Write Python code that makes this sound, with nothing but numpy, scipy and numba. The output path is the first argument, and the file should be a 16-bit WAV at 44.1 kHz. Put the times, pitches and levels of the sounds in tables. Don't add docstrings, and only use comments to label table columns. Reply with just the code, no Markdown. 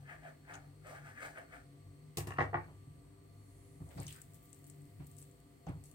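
import sys
import numpy as np
from scipy import signal
from scipy.io import wavfile
from scipy.ndimage import uniform_filter1d
from numba import njit

SR = 44100
rng = np.random.default_rng(int(sys.argv[2]) if len(sys.argv) > 2 else 0)


def int16_out(signal):
    q = np.round(np.clip(np.atleast_2d(signal).T, -1, 1) * 32767)
    wavfile.write(sys.argv[1], SR, q.astype(np.int16))


def boost(x):
    u = np.asarray(x, float) / 20
    return 10 ** u


N = 261954
T = np.arange(N) / SR
PORT_HZ = 8300

# full pressure t/s, held t/s, board ring level/dB, upper ring/dB re board, cloth hiss/dB re board
FINGER_STROKES = [(0.0, 0.008, -73, -19, -8), (0.09, 0.034, -59, 5.5, -15.5),
                  (0.24, 0.043, -57.5, -2, -18.5), (0.496, 0.046, -55.5, 0.5, -17),
                  (0.63, 0.024, -74, -1, -12), (0.866, 0.019, -59.5, 1, -10),
                  (0.899, 0.014, -53, -9, -19.5), (0.955, 0.011, -66.5, 7.5, -9),
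                  (1.059, 0.031, -62, 5, -9.5), (1.174, 0.0085, -78, 18, -1), (1.224, 0.03, -51, 1.5, -11),
                  (1.373, 0.0085, -54.5, 0.5, -19), (1.425, 0.011, -78, 2, -25),
                  (1.528, 0.029, -60, 4.5, -13.5)]


def unit(x):
    return x / np.sqrt(np.mean(x ** 2) + 1e-30)


def band(x, hz, width):
    return signal.lfilter(*signal.iirpeak(hz, hz / min(width, SR / 4), SR), x)


def between(x, lo_hz, hi_hz):
    return unit(signal.sosfilt(signal.butter(2, [lo_hz, hi_hz], "band", fs=SR, output="sos"), x))


def modes(x, table):
    return sum((-1) ** k * boost(db) * band(x, hz, width) for k, (hz, width, db) in enumerate(table))


@njit
def sweep(x, hz, width):
    y, b, l = np.empty(len(x)), 0., 0.
    for i in range(len(x)):
        g, k = np.tan(np.pi * hz[i] / SR), width / hz[i]
        v = (b + g * (x[i] - l)) / (1 + g * (g + k))
        b, l, y[i] = 2 * v - b, l + 2 * g * v, k * v
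    return y


def curves(rows):
    s, first, *rest = np.transpose(rows)
    return [np.interp(T, s, first, -140, -140)] + [np.interp(T, s, c) for c in rest]


def grains(rate, spread_db, size=N):
    chance, sign, big = rng.random(size), rng.standard_normal(size), rng.exponential(size=size)
    return (chance < rate / SR) * sign * boost(spread_db * np.minimum(big, 4))


def walk(rate):
    k = int(SR / rate)
    steps = np.repeat(rng.standard_normal(N // k + 1), k)
    return unit(uniform_filter1d(uniform_filter1d(steps, k), k)[:N])


def add(out, s, sound):
    i = int(s * SR)
    out[..., i:i + sound.shape[-1]] += sound[..., :N - i]


def ports(x, lag):
    return np.array([np.roll(x[0], int(np.round(lag))), x[-1]])


def place(x, lag, pan_db, shade, wet_db):
    t60_s, room_db = 0.19, -1.5
    t = np.arange(int(.6 * SR)) / SR
    tail = rng.standard_normal((2, len(t))) * boost(-60 * t / t60_s) * np.clip(t / 0.00057, 0, 1)
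    tail = signal.lfilter([.5], [1, -.5], tail) * boost(room_db + wet_db)
    tail /= np.sqrt(t60_s * SR / 40)
    treble = shade * band(x, 2530, 2200)
    direct = np.array([(x + treble) * boost(pan_db / 2), (x - treble) * boost(-pan_db / 2)])
    return ports(direct, lag) + signal.fftconvolve(x[None], tail, axes=1)[:, :N]


def pair(hz):
    # f/Hz, left-right correlation
    likeness = np.array([(60, 0.91), (250, 0.79), (600, 0.03), (1400, 0.), (16000, 0.13)])
    c = np.interp(np.log(hz), np.log(likeness[:, 0]), likeness[:, 1])
    mid, side = rng.standard_normal((2, N))
    return np.sqrt((1 + c) / 2) * mid + np.sqrt((1 - c) / 2) * side * np.array([[1], [-1]])


def pressure(column, late_s, lift_db_s):
    press_db_s = 424
    out = np.zeros(N)
    for (s, held_s, db, *_), rel_db in zip(FINGER_STROKES, column):
        since = T - s - late_s
        loss_db = np.maximum(-press_db_s * since, lift_db_s * (since - held_s))
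        out += boost(db + rel_db - np.maximum(loss_db, 0))
    return out


def rubbing():
    # f/Hz, width/Hz, level/dB
    board_modes = [(720, 260, 10.5), (520, 930, 6), (973.6, 800, -31)]
    # f/Hz, width/Hz, level/dB
    upper_modes = [(1200, 110, 0.5), (1700, 240, -1), (2200, 140, -1.5), (2570, 140, -7.5),
                   (3220, 320, -15)]
    # t/s, upper f/Hz, board f/Hz
    hand_places = [(0.1, 1700, 735), (0.25, 1700, 684), (0.3, 1400, 610), (0.48, 1660, 760),
                   (0.55, 1410, 723), (0.88, 1250, 630), (0.97, 1550, 700), (1.09, 1460, 720),
                   (1.17, 1810, 637), (1.22, 1440, 630), (1.3, 1700, 710), (1.37, 1460, 654),
                   (1.55, 1460, 657)]
    lift_db_s = 308
    db, upper_db, hiss_db = np.transpose(FINGER_STROKES)[2:]
    s, *places = np.transpose(hand_places)
    centre_hz, board_hz = (np.interp(T, s, c) for c in places)
    slips, others = grains(2500, 1.8), grains(2500, 4.2)

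    moving = sweep(sweep(others, centre_hz, 340.0), centre_hz, 590.0)
    upper = unit(modes(slips, upper_modes)) + 1.2 * unit(moving)
    upper = between(between(upper, 1110, 3500), 1060, 4200)

    board = unit(sweep(sweep(sweep(slips, board_hz, 250.0), board_hz, 315.0), board_hz, 410.0))
    board = unit(board + 0.23 * between(modes(others, board_modes), 400, 830))

    fibres = grains(9000, 1.3)
    cloth = between(fibres, 3300, 10800) + 0.63 * between(fibres, 14700, 16300)
    cloth = unit(cloth + 0.14 * band(cloth, PORT_HZ, 1800))

    sound = boost(1.5) * pressure(0 * db, 0.0062, lift_db_s) * board
    sound += pressure(upper_db, 0, lift_db_s) * upper
    sound += boost(1.5) * pressure(hiss_db, 0.0051, 203) * cloth
    return place(sound, lag=9.53, pan_db=3.0, shade=0.36, wet_db=-3.5)


def hum():
    # t/s, level/dB, upper over lower/dB
    swell = [(0.0, -62, 0), (0.33, -72.5, 18), (0.54, -63.5, -3), (0.83, -60.5, 7), (1.4, -72.5, 4.5),
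             (1.8, -61, -3), (2.06, -67.5, 10), (2.45, -53.5, -10), (2.9, -66.5, 6), (3.02, -67.5, -2),
             (3.5, -63, -3), (4.0, -68, 8), (4.27, -61, 0), (4.45, -69, 8), (5.12, -60.5, -1.5),
             (5.36, -72, 13), (5.76, -65, 11), (5.94, -65, 7)]
    # multiple of the motor rate, rms level/dB
    overtones = [(4, -75.5), (5, -83.5), (7, -83.5), (12, -82.5)]
    # f/Hz, width/Hz, rms level/dB
    fan_modes = [(54.6, 7.2, -71), (286.6, 15.4, -69.5), (252.5, 15, -74.5), (337.4, 8.5, -83),
                 (395, 7.1, -81.5), (693, 15, -80), (1156, 160, -86), (2020, 340, -82.5),
                 (4368, 160, -83.5), (8300, 590, -80.5)]
    out, (level_db, tip_db) = 0, curves(swell)
    drones = [(99.8, 2.46, level_db - tip_db / 2), (146.7, 4.886, level_db + tip_db / 2)]  # f/Hz, wander/Hz, level/dB
    for hz, wander_hz, db in drones:
        turn = np.cumsum(hz + wander_hz * walk(14)) / SR
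        out = out + boost(db + 3 + 3.5 * walk(14)) * np.sin(2 * np.pi * turn)

    motor_hz = 98.1
    turn = np.cumsum(motor_hz + 0.3987 * walk(9)) / SR
    load_db = -3.5 * np.clip(1 - T / 2.8, 0, 1)
    for k, db in overtones:
        out = out + boost(db + 3.5 + load_db + 2.6 * walk(8.2)) * np.sin(2 * np.pi * k * turn)

    for hz, width, db in fan_modes:
        fan = unit(band(band(pair(hz), hz, width), hz, 2 * width))
        out = out + boost(db + 1.43 * walk(5.5)) * fan
    return ports(out * boost(np.array([[1.1], [-1.1]])), lag=-10)


def air():
    # f/Hz, level/dB per Hz
    spectrum = np.array([(15, -45), (25, -23.5), (141, -3.5), (206, -23.5), (285, -16), (405, -19.5),
                         (439, -15), (695, -30), (911, -27), (1160, -32.5), (3520, -35.5), (4250, -40),
                         (6560, -40), (8360, -38), (12500, -41.5), (16000, -41)])
    out = 0
    for hz in 30.5 * 2 ** np.arange(0, 9.3, 1 / 3):
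        db = np.interp(np.log(hz), np.log(spectrum[:, 0]), spectrum[:, 1]) + walk(6.8)
        out = out + boost(db) * band(band(pair(hz), hz, hz / 3), hz, hz / 3)
    return boost(-64) * unit(out)


def dough():
    # t/s, peak level/dB, f/Hz, lower part/dB re peak
    filling_snaps = [(0.536, -53, 8100, 2), (0.5406, -42, 6360, -13), (0.545, -47.5, 8030, -3),
                     (0.554, -44, 6700, -12), (0.8695, -51, 8093, -23), (0.95, -58, 8300, -16),
                     (1.205, -55, 8300, -20), (1.3844, -49, 10000, -22), (3.8897, -53, 8190, -15),
                     (4.0676, -36.5, 6310, -26), (4.081, -35, 8260, -11), (4.1054, -46, 8550, -6),
                     (5.6676, -53, 6400, -7), (5.6921, -54, 8550, -19)]
    # t/s, peak level/dB, left minus right/dB, airy part/dB re peak
    dry_ticks = [(3.9765, -54, 7, -4), (4.001, -40, 10, -10), (4.0317, -43, 8, -7), (4.1263, -35.5, 3, -10),
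                 (4.1616, -45, 3, -3), (4.217, -39.5, 5.5, 0), (4.3356, -53, 8, 2), (4.3447, -50.5, 9, 0),
                 (4.4285, -62, 5, 6), (4.438, -62, 4, 6), (4.456, -59, 1, 12), (4.4925, -57, 8, -6),
                 (4.53, -41.5, 9, -8), (4.5455, -50, 6, -10), (4.6426, -47.5, 9.5, -3),
                 (4.667, -48.5, 0, 2), (4.6992, -39, 8, -7), (4.8186, -54.5, 10, -7), (4.8545, -56.5, 7, 0),
                 (5.0456, -57, 8, -5), (5.0692, -53, 11, 5), (5.1147, -52.5, 13, -10),
                 (5.167, -47.5, 7, -7), (5.182, -50, 10, 2), (5.186, -46.5, 13, -6), (5.217, -49, 9, -9),
                 (5.226, -46.5, 10, -10), (5.313, -56, 10, -3), (5.403, -58, 1, 7), (5.7535, -62, 3, -2),
                 (5.8004, -69, 2, 0), (5.839, -50, 15, -3), (5.8569, -51, 7, 0), (5.9138, -49, 16, -2)]
    # t/s, length/s, centre f/Hz, width/Hz, level/dB
    tears = [(3.803, .045, 650, 400, -65.5), (3.862, 0.18, 595, 298, -63), (3.906, 0.061, 1910, 1200, -65),
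             (3.975, 0.095, 520, 350, -53), (3.97, 0.046, 1900, 700, -63), (3.976, 0.088, 4500, 1200, -63),
             (4.013, .03, 14000, 3000, -60), (4.02, 0.05, 2120, 900, -59.5),
             (4.08, 0.022, 3040, 600, -54.5), (4.103, 0.016, 3100, 800, -56),
             (4.119, 0.022, 2700, 590, -64), (4.149, 0.1, 1540, 600, -63), (4.342, 0.035, 11000, 7000, -64),
             (4.427, .05, 14000, 3500, -69), (4.67, 0.025, 13000, 5000, -64),
             (4.995, 0.072, 605, 497, -61.5), (4.996, 0.08, 2200, 1200, -72.5),
             (5.066, 0.019, 12500, 6000, -59), (5.088, 0.058, 12500, 6000, -72),
             (5.183, 0.083, 10000, 5000, -63.5), (5.666, 0.073, 1890, 1410, -63),
             (5.667, 0.083, 454, 350, -56.5), (5.668, 0.03, 760, 200, -52),
             (5.837, 0.12, 9000, 6000, -66.5)]
    # t/s, rustle level/dB
    effort = [
        (3.8, -85),
        (3.94, -73),
        (4.13, -66),
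        (4.27, -78.5),
        (4.67, -78),
        (4.86, -82.5),
        (5.24, -75.5),
        (5.46, -90),
        (5.94, -83),
    ]
    out, t = np.zeros((2, N)), np.arange(int(.05 * SR)) / SR
    snaps = [(s, db, hz, lower_db, -11, 4.5) for s, db, hz, lower_db in filling_snaps]
    snaps += [(s, db, PORT_HZ + 130 * rng.standard_normal(), -24.5, airy_db, pan_db)
              for s, db, pan_db, airy_db in dry_ticks]
    for s, db, pitch_hz, lower_db, airy_db, pan_db in snaps:
        decay = np.exp(-t / 0.022) + 4 * np.exp(-t / 0.0018)
        snap = signal.unit_impulse(len(t)) + 0.036 * rng.standard_normal((2, len(t))) * decay
        parts = [(band(band(snap, pitch_hz, 1060), pitch_hz, 5300), 0),
                 (between(snap, 2600, 3600), lower_db),
                 (between(snap, 11300, 21000), airy_db)]
        tick = sum(boost(rel) * p / np.abs(p).max() for p, rel in parts)
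        add(out, s, boost(db + np.array([[pan_db], [-pan_db]]) / 2) * tick)

    for s, length, hz, width, db in tears:
        n = int(length * SR)
        tear = np.array([grains(1500 + .6 * hz, 2.0, size=8192)[:n] for _ in range(2)])
        tear = unit(band(band(tear, hz, width), hz, 2 * width))
        add(out, s, boost(db) * tear * np.sin(np.pi * (np.arange(n) / n) ** 0.37))

    effort_db = curves(effort)[0]
    peeling = T > effort[0][0]
    dull_db = -84 + 1.55 * (effort_db + 78.0)
    thin_db = -76.5 + effort_db + 77.0
    patches = boost(0.95 * np.clip(walk(40), -2, 1.5)) * peeling
    for side, pan_db in enumerate((1.5, -1.5)):
        crackle = grains(6000, 2.4) * patches
        out[side] += boost(effort_db + pan_db) * between(crackle, 7400, 9300)
        out[side] += boost(dull_db + pan_db) * between(crackle, 1400, 6000)
        out[side] += boost(thin_db) * between(crackle, 11000, 18700) * peeling
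    return ports(out, lag=-11.5)


def dish():
    # t/s, peak level/dB, grit/dB re peak (high when the rim strikes, low when the base lands flat)
    bounces = [(2.171, -43, 9), (2.182, -38, -1.5), (2.204, -43, -8), (2.271, -43.5, -3.5),
               (2.287, -52, -20), (2.305, -41, -16), (2.319, -43, -24), (2.336, -55.5, -6),
               (2.384, -22, -38), (2.392, -28.5, -30), (2.405, -21, -35.5), (2.414, -29, -27),
               (2.424, -35, -26), (2.439, -39.5, -23), (2.453, -49, -30), (2.475, -43.5, -35),
               (2.53, -32.5, -85), (2.542, -23.5, -51), (2.554, -34.5, -52), (2.569, -34.5, -50),
               (2.584, -43.5, -54), (2.61, -47, -43), (2.642, -52, -24), (2.685, -70, -24)]
    # f/Hz, width/Hz, first landing level/dB, second landing level/dB
    dish_modes = [(350, 16, -19, -16), (480.4, 30, -2, -10.5), (630, 16, -4, -26), (704, 33, 0.5, -4),
                  (811, 29, 2.5, -4.5), (860, 37, -8.5, -3), (1110, 62, 2, -7), (1145, 42, -3, -2),
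                  (1215, 46, -2, -4), (1450, 90, -8.5, -12), (1630, 97, -7, -10), (1840, 83, -3.5, -2),
                  (1960, 78, -3, -2), (2260, 79, -11.5, -10.5)]
    # t/s, level/dB
    slide = [
        (2.17, -63),
        (2.184, -53),
        (2.252, -68),
        (2.312, -50.5),
        (2.356, -70.5),
        (2.375, -41),
    ]
    # f/Hz, width/Hz, level/dB
    rim_modes = [(910, 300, -1), (1250, 140, 3), (1770, 100, 3), (2770, 72, -0.5)]
    second_landing_s = 2.5
    out, grit, t = np.zeros(N), np.zeros((2, N)), np.arange(int(.25 * SR)) / SR
    for s, db, grit_db in bounces:
        contact_hz = min(3400 * 2 ** ((grit_db + 35.0) / 35), 4500)
        soft = signal.butter(3, contact_hz, fs=SR, output="sos")
        push = rng.standard_normal(len(t)) * np.exp(-t / 0.0011)
        landing = [(hz, width, second if s > second_landing_s else first)
                   for hz, width, first, second in dish_modes]
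        ring = signal.sosfilt(soft, modes(push, landing))
        body = band(band(push, 335, 190), 350, 280)
        edge = band(band(band(push, 2740, 202.3), 2570, 550), 2500, 1200)
        parts = [(ring, 0), (body, 0.42 * grit_db), (edge, -6.5 + 0.45 * grit_db)]
        add(out, s, sum(boost(db + rel) * p / np.abs(p).max() for p, rel in parts))

        spray_hz = np.clip(14700 * 2 ** (grit_db / 25.5), 4000, 16000)
        hiss = between(rng.standard_normal((2, len(t))), 2600, spray_hz)
        hiss = hiss * (np.exp(-t / 0.0028) + 1.09 * np.exp(-t / 0.025))
        add(grit, s, boost(db + grit_db - 8.0 + np.array([[1.5], [-1.5]])) * hiss)
    scrape = boost(curves(slide)[0] + 1.0) * unit(modes(grains(1100, 5.0), rim_modes))
    grit += 0.23 * band(grit, 11000, 5000) * np.array([[-1], [1]])
    grit += boost(-13.0) * band(grit, PORT_HZ, 1382)
    return place(out + scrape, lag=10.5, pan_db=-3.5, shade=0.68, wet_db=-4.5) + grit


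def thuds():
    # t/s, peak level/dB, slap/dB re peak, ring t60/s, f/Hz
    blows = [(2.171, -34.5, -9, 0.25, 95), (2.19, -46.5, -10, 0.62, 285), (2.269, -37.5, -6.5, 0.21, 142.9),
             (2.384, -32.5, 1.5, 0.3, 109), (2.409, -47, 11.5, 0.28, 100), (2.541, -36, 0, 0.35, 133),
             (2.678, -48.5, -3.5, 0.48, 151), (2.865, -45.5, -32, 0.5, 139), (3.805, -37.5, -22, 0.16, 158),
             (3.817, -46.5, -32, 0.985, 88), (3.957, -39.5, -23, 0.11, 157), (3.986, -34.5, -18, 0.16, 154),
             (4.049, -41.5, -17.5, 0.21, 127), (4.995, -38.5, -26.5, 0.19, 146),
             (5.668, -37, -13.5, 0.11, 163), (5.686, -32, -14, 0.12, 170), (5.71, -41, -20, 0.39, 119),
             (5.768, -45.5, -23, 0.24, 137)]
    # f/Hz, t60/s, level/dB
    table_modes = [(73.996, 0.49, -4), (100.3, 0.39, 1.5), (145.8, 0.27, 6), (165.7, 0.44, -7),
                   (279.6, 0.29, -4.5), (353, 0.24, -5.5)]
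    out, t = np.zeros(N), np.arange(int(.7 * SR)) / SR
    for s, db, slap_db, ring_s, pitch_hz in blows:
        low = 0
        for hz, t60, g in table_modes:
            mistuned_db = 4.4 * np.log2(hz / pitch_hz) ** 2
            decay_db = 60 * t / (t60 * ring_s / 0.35)
            low = low + boost(g - mistuned_db - decay_db) * np.sin(2 * np.pi * hz * t)
        low = low * np.clip(t / 0.013, 0, 1)
        slap = between(between(rng.standard_normal(len(t)), 243, 3600), 174, 990) * np.exp(-t / 0.041)
        add(out, s, boost(db) * (low / np.abs(low).max() + boost(slap_db - 6.5) * slap))
    return place(out, lag=-9.0, pan_db=0.5, shade=0.16, wet_db=-15.5)


def sleeve():
    centre_s, length_s, hz, width_hz = 3.63, 0.42, 9000, 3100
    hiss = band(band(rng.standard_normal((2, N)), hz, width_hz), hz, 2 * width_hz)
    return boost(-72.5 - 20 * ((T - centre_s) / length_s) ** 2) * unit(hiss)


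def scene():
    near = rubbing() + dish() + thuds()
    near = near + boost(2) * band(near, PORT_HZ, 290)
    return near + dough() + hum() + air() + sleeve()


def low_pass(x):
    return signal.sosfilt(signal.butter(12, 16400, fs=SR, output="sos"), x)


def record(dry):
    trimmed = signal.sosfilt(signal.butter(3, 39, "high", fs=SR, output="sos"), dry)
    trimmed = trimmed + boost(-16) * band(trimmed, 15400, 400)
    trimmed = signal.sosfilt(signal.ellip(10, .2, 80, 15850, fs=SR, output="sos"), trimmed)
    return low_pass(trimmed)


dry = scene()
out = record(dry)
int16_out(out)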